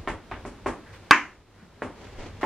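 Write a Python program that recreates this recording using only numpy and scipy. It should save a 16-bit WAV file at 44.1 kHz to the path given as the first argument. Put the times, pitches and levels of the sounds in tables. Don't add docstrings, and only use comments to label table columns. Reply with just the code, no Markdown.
import sys
import numpy as np
from scipy import signal
from scipy.fft import rfft, irfft
from scipy.io import wavfile

SR = 44100
rng = np.random.default_rng(int(sys.argv[2]) if len(sys.argv) > 2 else 0)


def master(y):
    cut = np.clip(np.atleast_2d(y).T, -1, 1)
    pcm = np.round(cut * 32767)
    wavfile.write(sys.argv[1], SR, pcm.astype(np.int16))


N = 108177


FLOOR_COLOUR = [(15, -32.5), (25, -13.5), (53, -5.5), (133, -27), (411, -8), (563, -23.5), (3510, -35),
                (3800, -31.5), (13000, -47.5)]
FLOOR_DB = -63.5

# f/Hz, side minus mid/dB
SIDE_DB = [(40, -30.5), (110, -22), (200, -12), (380, -11), (700, -11.5), (1300, -11.5), (2400, -9.5),
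           (4400, 0), (8100, 1.5), (13000, 6.5)]
# f/Hz, t60/s
ROOM_T60 = [(80, .4), (300, 0.41), (1000, 0.31), (2500, 0.29), (6000, 0.32), (12000, 0.31)]
# t/s, level/dB
ECHOES = [(0.008, -15.5), (0.027, -20.5)]
ROOM_GAP_S, ROOM_BUILD_S = 0.003, 0.001

# t/s, level/dB
RUSTLE_LEVEL = [(1.98, -55), (2.05, -46), (2.1, -53), (2.17, -50), (2.21, -41), (2.262, -41.5),
                (2.31, -51.5), (2.39, -52)]
RUSTLE_COLOUR = [(130, -8), (260, 3.5), (850, -6.5), (1400, -12), (2100, -10.5), (3600, -19), (6800, -26),
                 (9500, -40.5), (12000, -50.5)]
RUSTLE_GRAIN_DB, RUSTLE_GRAIN_S = 2, 0.008
STEP_S, STEP_HZ, STEP_DB, STEP_T60_S = 2.186, 21, -31, 0.25

# t/s, level/dB
RUB_LEVEL = [(0, -49), (.2, -53.5), (.28, -51), (.42, -49), (.53, -50.5), (.62, -51), (.84, -51),
             (.94, -49.5), (1.0, -50.5), (1.08, -50), (1.3, -54), (1.449, -61), (1.56, -56), (1.63, -54.5),
             (1.71, -56.5), (1.8, -54), (2.0, -50), (2.45, -51)]
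RUB_COLOUR = [(110, 2.5), (350, -2), (660, -6.5), (1000, -7.5), (1700, -11.5), (2400, -15), (3600, -19),
              (7000, -29), (12000, -37)]
# t/s, level/dB
RUMBLE_LEVEL = [(0, -39.5), (.06, -50), (.1, -34), (.27, -56.5), (.35, -38.5), (.42, -50), (.47, -43.5),
                (.6, -55), (.69, -38.5), (.8, -54), (.95, -47.5), (1.08, -55), (1.35, -58.5), (1.78, -58),
                (1.85, -44.5), (1.97, -52.5), (2.08, -46), (2.45, -42.5)]
RUMBLE_COLOUR = [(15, -7), (30, -3.5), (48, 1), (75, -3), (97, 3), (130, -12.5), (220, -15.5), (500, -60.5)]

# t/s, level/dB, f/Hz
TAPS = [(0.027, -45, 380), (0.371, -60, 474), (1.484, -58, 305), (1.624, -45, 143)]
TAP_T60_S, TAP_SHARPNESS = 0.16, 1.05
# t/s, length/s, level/dB, f/Hz, sharpness/1
CHAFES = [(0.862, 0.04, -53, 1690, 3), (0.929, .035, -52, 1590, 0.77), (1.58, 0.068, -61, 1440, 2),
          (2.412, 0.012, -38.5, 1050, 0.72)]
CHAFE_RELEASE_S = 0.018

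# f/Hz, level/dB, t60/s (capped in ring)
DART_MODES = [(1104.5, 6.5, 0.029), (274, -26, 0.17), (304, -25.5, 0.4), (903, -27.5, 0.23),
              (988, -23.5, 0.31), (1051, -13, .19), (1228, -24, .18), (1520, -14.5, 0.11),
              (1634, -21.5, 0.15), (1738, -25.5, .24), (1998, -21.5, .24), (2283, -17, .17),
              (2318, -31, .22), (2550, -28.5, .19), (2654, -20, .2), (2990, -27, .2)]
CRACK_COLOUR = [(60, -21), (300, -14), (700, -3), (1100, 13.5), (2600, -3), (3400, -4.5), (5500, -17.5),
                (8500, -23.5), (14000, -40)]
DART_ROOM_COLOUR = [(60, -26.5), (170, -20), (300, -1), (480, -18.5), (780, -10), (1050, 0.5), (1400, 0),
                    (2200, 0.5), (2900, -8), (3500, -23), (4600, -26), (6600, -24.5), (8200, -38),
                    (10000, -42.5)]
DART_S, DART_CRACK_DB, CRACK_T60_S, CRACK_SIDE_DB = 1.1098, 24, 0.018, -10
DART_ROOM_DB, DART_ROOM_DELAY_S = 21.5, 0.002

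# t/s, level/dB, contact cut-off f/Hz, bass/dB, scrape/dB, clack f/Hz, clack/dB
KNOCKS = [(0.0749, -0.5, 2860, 2, -46.5, 1796, -36.5), (0.3138, -6, 3230, -2, -76, 1224, -29),
          (0.4516, -13, 2180, 12, -51, 353, -28), (0.6608, 1, 2000, 5, -43.5, 1068, -29),
          (1.8204, -5, 2200, 8, -52.5, 917, -47), (2.4312, 1.5, 2340, 4, -48, 864, -25.5)]
# f/Hz, level/dB, t60/s (capped in ring)
BOARD_MODES = [(246.3, -36, 0.32), (336.8, -52.5, 0.26), (354, -31.5, 0.067), (404, -29.5, 0.15),
               (583, -33.5, 0.21), (766, -30, 0.09), (895, -37.5, 0.32), (1068, -25.5, 0.043),
               (1136, -40, 0.45), (1822, -36, 0.073)]
KNOCK_COLOUR = [(40, -17), (90, -6.5), (160, -4.5), (280, 6), (600, 2), (1050, 4.5), (1450, 0.5),
                (1950, 0.5), (3300, -8), (4200, -16), (6000, -20.5), (12000, -25)]
PUSH_DB, KNOCK_ROOM_DB, RATTLE_DB, RATTLE_T60_S = -13, 7.5, -2.5, 0.017
BASS_HZ, CLACK_T60_S, LONGEST_RING_S = 427, 0.16, 0.3
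SCRAPE_COLOUR = [(1500, -10), (4000, 6), (7000, 6.5), (10000, 2.5), (14000, -33)]
SCRAPE_DELAY_S, SCRAPE_RISE_S, SCRAPE_T60_S = 0.002, 0.01, 0.24

CLIP_KNEE, TOP_HZ = 8, 15800


def undb(db):
    return 10 ** (np.asarray(db) / 20)


def clock():
    return np.arange(N) / SR


def freqs():
    return np.maximum(np.fft.rfftfreq(N, 1 / SR), 1)


def over_hz(points):
    hz, value = np.array(points, float).T
    return np.interp(np.log(freqs()), np.log(hz), value)


def unit_power(gain):
    return gain / np.sqrt(np.mean(gain ** 2))


def colour(points):
    f = freqs()
    low_cut = np.hypot(1, (points[0][0] / f) ** 2)
    high_cut = np.hypot(1, (f / points[-1][0]) ** 4)
    return unit_power(undb(over_hz(points)) / low_cut / high_cut)


def band(hz, sharpness):
    f = freqs()
    return unit_power(1 / (1 + (sharpness * (f / hz - hz / f)) ** 2))


def shape(x, gain):
    size = 16384
    log_gain = np.interp(np.fft.rfftfreq(size, 1 / SR), freqs(), np.log(gain + 1e-6))
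    cepstrum = irfft(log_gain)
    cepstrum[1:size // 2] *= 2
    cepstrum[size // 2:] = 0
    impulse = irfft(np.exp(rfft(cepstrum)))[None, :size // 2]
    return signal.fftconvolve(np.atleast_2d(x), impulse, axes=1)[:, :N]


def fade(t60_s):
    return np.exp(-np.log(1000) * clock() / t60_s)


def unit_energy(x):
    return x / np.sqrt(np.mean(np.sum(x ** 2, axis=-1)))


def at(x, start_s):
    delay = max(int(start_s * SR), 0)
    return np.pad(np.atleast_2d(x), ((0, 0), (delay, 0)))[:, :N]


def diffuse(envelope=0.96, side_db=0.):
    mid, side = rng.standard_normal((2, N)) * envelope
    side = shape(side, undb(over_hz(SIDE_DB) + side_db))[0]
    return np.array([mid + side, mid - side])


def wash(points, level_curve):
    coloured = irfft(rfft(diffuse()) * colour(points), N)
    times_s, levels_db = np.array(level_curve).T
    return coloured * undb(np.interp(clock(), times_s, levels_db))


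def ring(modes, detune=0.):
    t, out = clock(), 0
    for k, (hz, db, t60_s) in enumerate(modes):
        mode_hz = hz * (1 + detune * rng.standard_normal())
        decay = fade(min(t60_s, LONGEST_RING_S))
        out = out + (-1) ** k * undb(db) * decay * np.sin(2 * np.pi * mode_hz * t)
    return out


def room():
    t, tail = clock(), 0
    spectrum = rfft(diffuse())
    for hz, t60_s in ROOM_T60:
        band_weight = over_hz([(f, f == hz) for f, _ in ROOM_T60])
        tail = tail + irfft(spectrum * band_weight, N) * fade(t60_s)
    build = 1 - np.exp(-t / ROOM_BUILD_S)
    tail = unit_energy(at(tail * build, ROOM_GAP_S))
    return tail + sum(at(undb(db) * (t == 0), s) for s, db in ECHOES)


def noise_floor():
    return wash(FLOOR_COLOUR, [(0, FLOOR_DB)])


def person():
    catches = np.interp(clock() / RUSTLE_GRAIN_S, np.arange(N), rng.standard_normal(N))
    lead_in = [(RUSTLE_LEVEL[0][0] - 0.1, -100)]
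    cloth = wash(RUSTLE_COLOUR, lead_in + RUSTLE_LEVEL) * undb(RUSTLE_GRAIN_DB * catches)
    return cloth + at(ring([(STEP_HZ, STEP_DB, STEP_T60_S)]), STEP_S)


def wheel_turning():
    return wash(RUB_COLOUR, RUB_LEVEL) + wash(RUMBLE_COLOUR, RUMBLE_LEVEL)


def wheel_taps():
    out = np.zeros((2, N))
    for s, db, hz in TAPS:
        bump = shape(diffuse(fade(TAP_T60_S)), band(hz, TAP_SHARPNESS))
        out += undb(db) * at(bump, s)
    return out


def wheel_chafes():
    out = np.zeros((2, N))
    for s, length_s, db, hz, sharpness in CHAFES:
        held = np.exp(-np.maximum(clock() - length_s, 0) / CHAFE_RELEASE_S)
        out += undb(db) * at(shape(diffuse(held), band(hz, sharpness)), s)
    return out


def dart():
    burst = unit_energy(diffuse(fade(CRACK_T60_S), CRACK_SIDE_DB))
    crack = undb(DART_CRACK_DB) * shape(burst, colour(CRACK_COLOUR))
    reflections = at(shape(room(), colour(DART_ROOM_COLOUR)), DART_ROOM_DELAY_S)
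    return at(ring(DART_MODES) + crack + undb(DART_ROOM_DB) * reflections, DART_S)


def scrape_burst():
    rise = 1 - np.exp(-clock() / SCRAPE_RISE_S)
    return shape(diffuse(), colour(SCRAPE_COLOUR)) * fade(SCRAPE_T60_S) * rise


def wheel_knocks():
    out, f, t = np.zeros((2, N)), freqs(), clock()
    for s, db, contact_hz, bass_db, scrape_db, clack_hz, clack_db in KNOCKS:
        push = undb(PUSH_DB) * (t == 0)
        rattle = undb(RATTLE_DB) * unit_energy(rng.standard_normal(N) * fade(RATTLE_T60_S))
        struck = undb(KNOCK_ROOM_DB) * room() - (push + rattle)
        body = shape(struck, colour(KNOCK_COLOUR)) + ring(BOARD_MODES, detune=0.0049)
        bass_gain = undb(bass_db / (1 + (f / BASS_HZ) ** 2))
        contact = bass_gain / np.hypot(1, (f / contact_hz) ** 2)
        clack = ring([(clack_hz, clack_db, CLACK_T60_S)])
        knock = shape(body, contact) - clack
        out += at(undb(db) * knock, s)
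        out += at(undb(scrape_db) * scrape_burst(), s + SCRAPE_DELAY_S)
    return out


def scene():
    background = noise_floor() + person()
    wheel_motion = wheel_turning() + wheel_taps() + wheel_chafes()
    return background + wheel_motion + dart() + wheel_knocks()


def record(dry):
    clipped = dry / (1 + np.abs(dry) ** CLIP_KNEE) ** (1 / CLIP_KNEE)
    top_cut = signal.ellip(8, 0.1, 50, TOP_HZ, fs=SR, output="sos")
    return signal.sosfiltfilt(top_cut, clipped)


dry = scene()
out = record(dry)
master(out)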